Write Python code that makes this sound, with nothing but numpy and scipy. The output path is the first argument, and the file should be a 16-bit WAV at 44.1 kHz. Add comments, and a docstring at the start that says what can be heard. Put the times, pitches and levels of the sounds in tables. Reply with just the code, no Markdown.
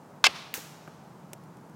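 """A faint hum of distant traffic, then a skater's slap shot on an asphalt court among trees.
The blade slaps the ground, scrapes and knocks the ball away; stick, blade and ball resonate.
The park echoes the shot. The ball cracks into something that shivers brightly, probably a wire fence.
A skate lands with a dull double knock; grit ticks close by."""
import sys
import numpy as np
from scipy import signal
from scipy.fft import rfft, irfft, next_fast_len
from scipy.io import wavfile

SR = 44100
rng = np.random.default_rng(int(sys.argv[2]) if len(sys.argv) > 2 else 0)


def unload_wav(signal):
    """Save mono or channel-first audio to the path in sys.argv[1] as 16-bit WAV at rate SR, clipped to [-1, 1]."""
    wavfile.write(
        sys.argv[1],
        SR,
        np.round(np.clip(np.atleast_2d(signal).T, -1, 1) * 32767).astype(np.int16),
    )


N = 77175
TIME_S = np.arange(N) / SR

# hard blade contacts (time [s], level [dB], t60 [s], low-pass [Hz])
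BLADE_CONTACTS = [(0.2409, 12.5, 0.01, 2300), (0.2442, 2.5, 0.0067, 9800), (0.256, -5.5, .014, 9020),
                  (.2660, -6.5, 0.019, 15000), (0.2684, 0, 0.013, 6000)]
# stick, blade and ball modes (frequency [Hz], width [Hz], gain [dB])
STICK_MODES = [(640, 54, -0.5), (830, 70, -2.5), (1120, 160, -4), (1460, 91, -2.5), (1620, 100, -6),
               (2046, 120, -1), (2270, 140, 5.5), (2640, 140, 6), (3075, 79, -3.5), (3310, 170, 2),
               (4360, 110, -8), (4644, 170, 1), (5140, 220, -3.5), (5750, 150, -9)]
BLADE_MODES = [(634, 74, 16), (1100, 300, 24), (1545, 230, 23.9), (2450, 660, 18.1)]
BALL_MODES = [(430, 58, 14.8), (742, 130, 20.5), (1050, 200, 20)]
# unpitched blade crack (frequency [Hz], gain [dB])
BLADE_CRACK_EQ = [(60, -35.5), (300, -12.5), (600, -18.5), (1400, -14), (1900, -12), (2600, -5),
                  (5000, -5.5), (7500, -9), (11000, -15), (16000, -18)]
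# echoes off court and trees (time [s], level [dB], rise [s], t60 [s])
ECHO_WAVES = [(.266, -26, 0.0055, .15), (0.289, -36.5, 0.0081, 1), (0.343, -34, 0.018, 0.56)]
# echo spectrum (frequency [Hz], gain [dB])
ECHO_EQ = [(100, -12.5), (400, -13.5), (1000, 6.5), (1700, 0), (2500, 2.5), (4200, 0.5), (5500, -4.5),
           (7500, -14.5), (11000, -21.5), (16000, -29)]
# wire decay stages (level [dB], t60 [s], low-pass [Hz])
WIRE_STAGES = [(-35, 0.21, 14000), (-42.5, 0.71, 11000), (-46, 1.7, 5000)]
# fence crack and wire spectra (frequency [Hz], gain [dB])
FENCE_CRACK_EQ = [(100, -31), (1200, -33), (1800, -1.5), (2800, 4.5), (4000, -5), (7000, -19.5),
                  (11000, -15), (16000, 5)]
WIRE_EQ = [(100, -12), (600, -4.5), (1200, 5), (2500, 3), (4500, 2), (6800, 5), (9500, -0.5), (15000, 6.5)]
# low thuds (time [s], level [dB], t60 [s])
THUD_HITS = [(.277, -23.5, 0.14), (.541, -36, 0.12), (.577, -23, 0.063)]
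# skate heel, then toe (time [s], level [dB])
SKATE_HITS = [(0.8766, -21), (0.881, -27)]
# grit ticks (time [s], level [dB])
GRIT_HITS = [(1.3332, -16.5), (1.3365, -27), (1.438, -40), (1.571, -38), (1.6970, -41)]
# thud, skate, grit and traffic spectra (frequency [Hz], gain [dB])
THUD_EQ = [(40, -16.5), (80, -4.5), (150, -6), (330, 3), (700, -4), (1500, -17), (5000, -58.5)]
SKATE_EQ = [(60, -17), (250, 6), (600, -5.5), (1300, -3), (2200, -18.5), (4000, -34.5), (12000, -33)]
GRIT_EQ = [(60, -19), (330, 17.5), (800, 6), (1500, -3.5), (2700, 4.5), (4200, -6), (6300, 1.5),
           (12000, -0.5), (16000, -6)]
TRAFFIC_EQ = [(25, -65.5), (60, -61), (100, -40.5), (150, -31), (280, -36.5), (500, -39), (900, -39.5),
              (1400, -47), (2200, -57.5), (3500, -64), (6500, -63.5), (10000, -68.5), (15500, -71)]
# engine drone envelope (time [s], gain [dB])
DRONE_ENVELOPE = [(0, -33), (.45, -33), (.6, -35), (1.0, -26.5), (1.75, -25.5)]


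def slap_shot():
    """Contacts and scrape shake the stick; the blade claps on the ground; the ball knocks hollowly."""
    slap_s, knock_s, low_cut_hz = 0.2416, 0.267, 770
    force = sum(from_db(db) * lowpass(burst(s, t60_s), hz) for s, db, t60_s, hz in BLADE_CONTACTS)
    force += scrape_force()
    stick = modal_body(force, STICK_MODES)
    crack = equalise(force, BLADE_CRACK_EQ)
    slap = modal_body(impulse(slap_s), BLADE_MODES)
    knock = modal_body(impulse(knock_s), BALL_MODES)
    low_cut = signal.butter(2, low_cut_hz, "high", fs=SR, output="sos")
    return signal.sosfilt(low_cut, stick + crack + slap) + knock


def scrape_force():
    """Blade dragged over asphalt: dense impacts of log-normal size."""
    start_s, end_s, gain_db = 0.244, 0.269, -9
    pressure = (TIME_S >= start_s) * (TIME_S < end_s) + decay(end_s, t60_s=0.022)
    roughness = rng.choice([-1, 1], N) * np.exp(rng.standard_normal(N))
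    return from_db(gain_db) * lowpass(pressure * roughness / roughness.std(), cutoff_hz=6500)


def park_echoes():
    """Court and trees scatter the shot: three swells of decaying noise."""
    wash = np.zeros(N)
    for start_s, db, rise_s, t60_s in ECHO_WAVES:
        attack = np.clip((TIME_S - start_s) / rise_s, 0, 1)
        wash += from_db(db) * rng.standard_normal(N) * attack * decay(start_s, t60_s)
    return equalise(wash, ECHO_EQ)


def fence():
    """The ball cracks against the fence; the wire shivers on, growing duller."""
    hit_s, crack_db = 0.54, -10
    crack = from_db(crack_db) * equalise(burst(hit_s, t60_s=0.0034), FENCE_CRACK_EQ)
    wire = sum(from_db(db) * lowpass(rng.standard_normal(N) * decay(hit_s, t60_s), hz)
               for db, t60_s, hz in WIRE_STAGES)
    return crack + equalise(wire, WIRE_EQ)


def thuds():
    """Soft low bumps after the shot and at the fence."""
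    force = sum(from_db(db) * burst(s, t60_s) for s, db, t60_s in THUD_HITS)
    return equalise(force, THUD_EQ)


def skate():
    """Wheels land heel then toe: a dull double knock."""
    force = sum(from_db(db) * burst(s, t60_s=0.019) for s, db in SKATE_HITS)
    return equalise(force, SKATE_EQ)


def grit_ticks():
    """Nearby grit: dry clicks with brief crumbling tails."""
    tail_db, tail_t60_s = -22, 0.021
    force = sum(from_db(db) * (impulse(s) + from_db(tail_db) * burst(s, tail_t60_s))
                for s, db in GRIT_HITS)
    return equalise(force, GRIT_EQ)


def traffic():
    """Steady rush of far traffic and air; one engine's drone swells."""
    drone_hz, width_hz = 157.5, 55
    drone = resonance(rng.standard_normal(N), drone_hz, width_hz)
    drone = resonance(drone, drone_hz, 2 * width_hz)
    swell = from_db(np.interp(TIME_S, *np.transpose(DRONE_ENVELOPE)))
    rush = equalise(rng.standard_normal(N), TRAFFIC_EQ)
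    return rush + drone * swell


def from_db(db):
    """Decibels to amplitude gain."""
    return 10 ** (np.asarray(db) / 20)


def equalise(x, curve):
    """Minimum-phase filter from (frequency [Hz], gain [dB]) points."""
    size = next_fast_len(2 * N, real=True)
    hz, db = np.transpose(curve)
    bins_hz = np.maximum(np.arange(size // 2 + 1) * SR / size, 1)
    gain = from_db(np.interp(np.log(bins_hz), np.log(hz), db))
    cepstrum = irfft(np.log(gain), size)
    cepstrum[1:size // 2] *= 2  # fold onto positive time: causal
    cepstrum[size // 2 + 1:] = 0
    response = np.exp(rfft(cepstrum))
    return irfft(rfft(x, size) * response, size)[:N]


def lowpass(x, cutoff_hz):
    """Second-order low-pass."""
    return signal.sosfilt(signal.butter(2, cutoff_hz, fs=SR, output="sos"), x + 1e-18)


def resonance(x, hz, width_hz):
    """Two-pole resonator, unity peak gain."""
    radius = np.exp(-np.pi * width_hz / SR)
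    numerator = np.array([1, 0, -1]) * (1 - radius ** 2) / 2
    denominator = [1, -2 * radius * np.cos(2 * np.pi * hz / SR), radius ** 2]
    return signal.lfilter(numerator, denominator, x + 1e-18)


def modal_body(force, modes):
    """Parallel resonances, alternating in sign."""
    return sum((-1) ** k * from_db(db) * resonance(force, hz, width_hz)
               for k, (hz, width_hz, db) in enumerate(modes))


def decay(start_s, t60_s):
    """Step to 1, then exponential fall."""
    return (TIME_S >= start_s) * from_db(-60 * np.clip((TIME_S - start_s) / t60_s, 0, 5))


def burst(start_s, t60_s):
    """Decaying run of tiny random-sign impacts."""
    return rng.choice([-1, 1], N) * decay(start_s, t60_s)


def impulse(time_s):
    """One unit sample."""
    return 1.0 * (np.arange(N) == int(time_s * SR))


def scene():
    """Mono sum on both channels."""
    mono = slap_shot() + park_echoes() + fence() + thuds() + skate() + grit_ticks() + traffic()
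    return np.array([mono, mono])


def record(dry):
    """Soft clip, then steep low-pass."""
    cutoff_hz = 16200
    clipped = 0.77 * np.tanh(dry / 0.82)
    return signal.sosfilt(signal.ellip(12, 0.1, 80, cutoff_hz, fs=SR, output="sos"), clipped)


dry = scene()
out = record(dry)
unload_wav(out)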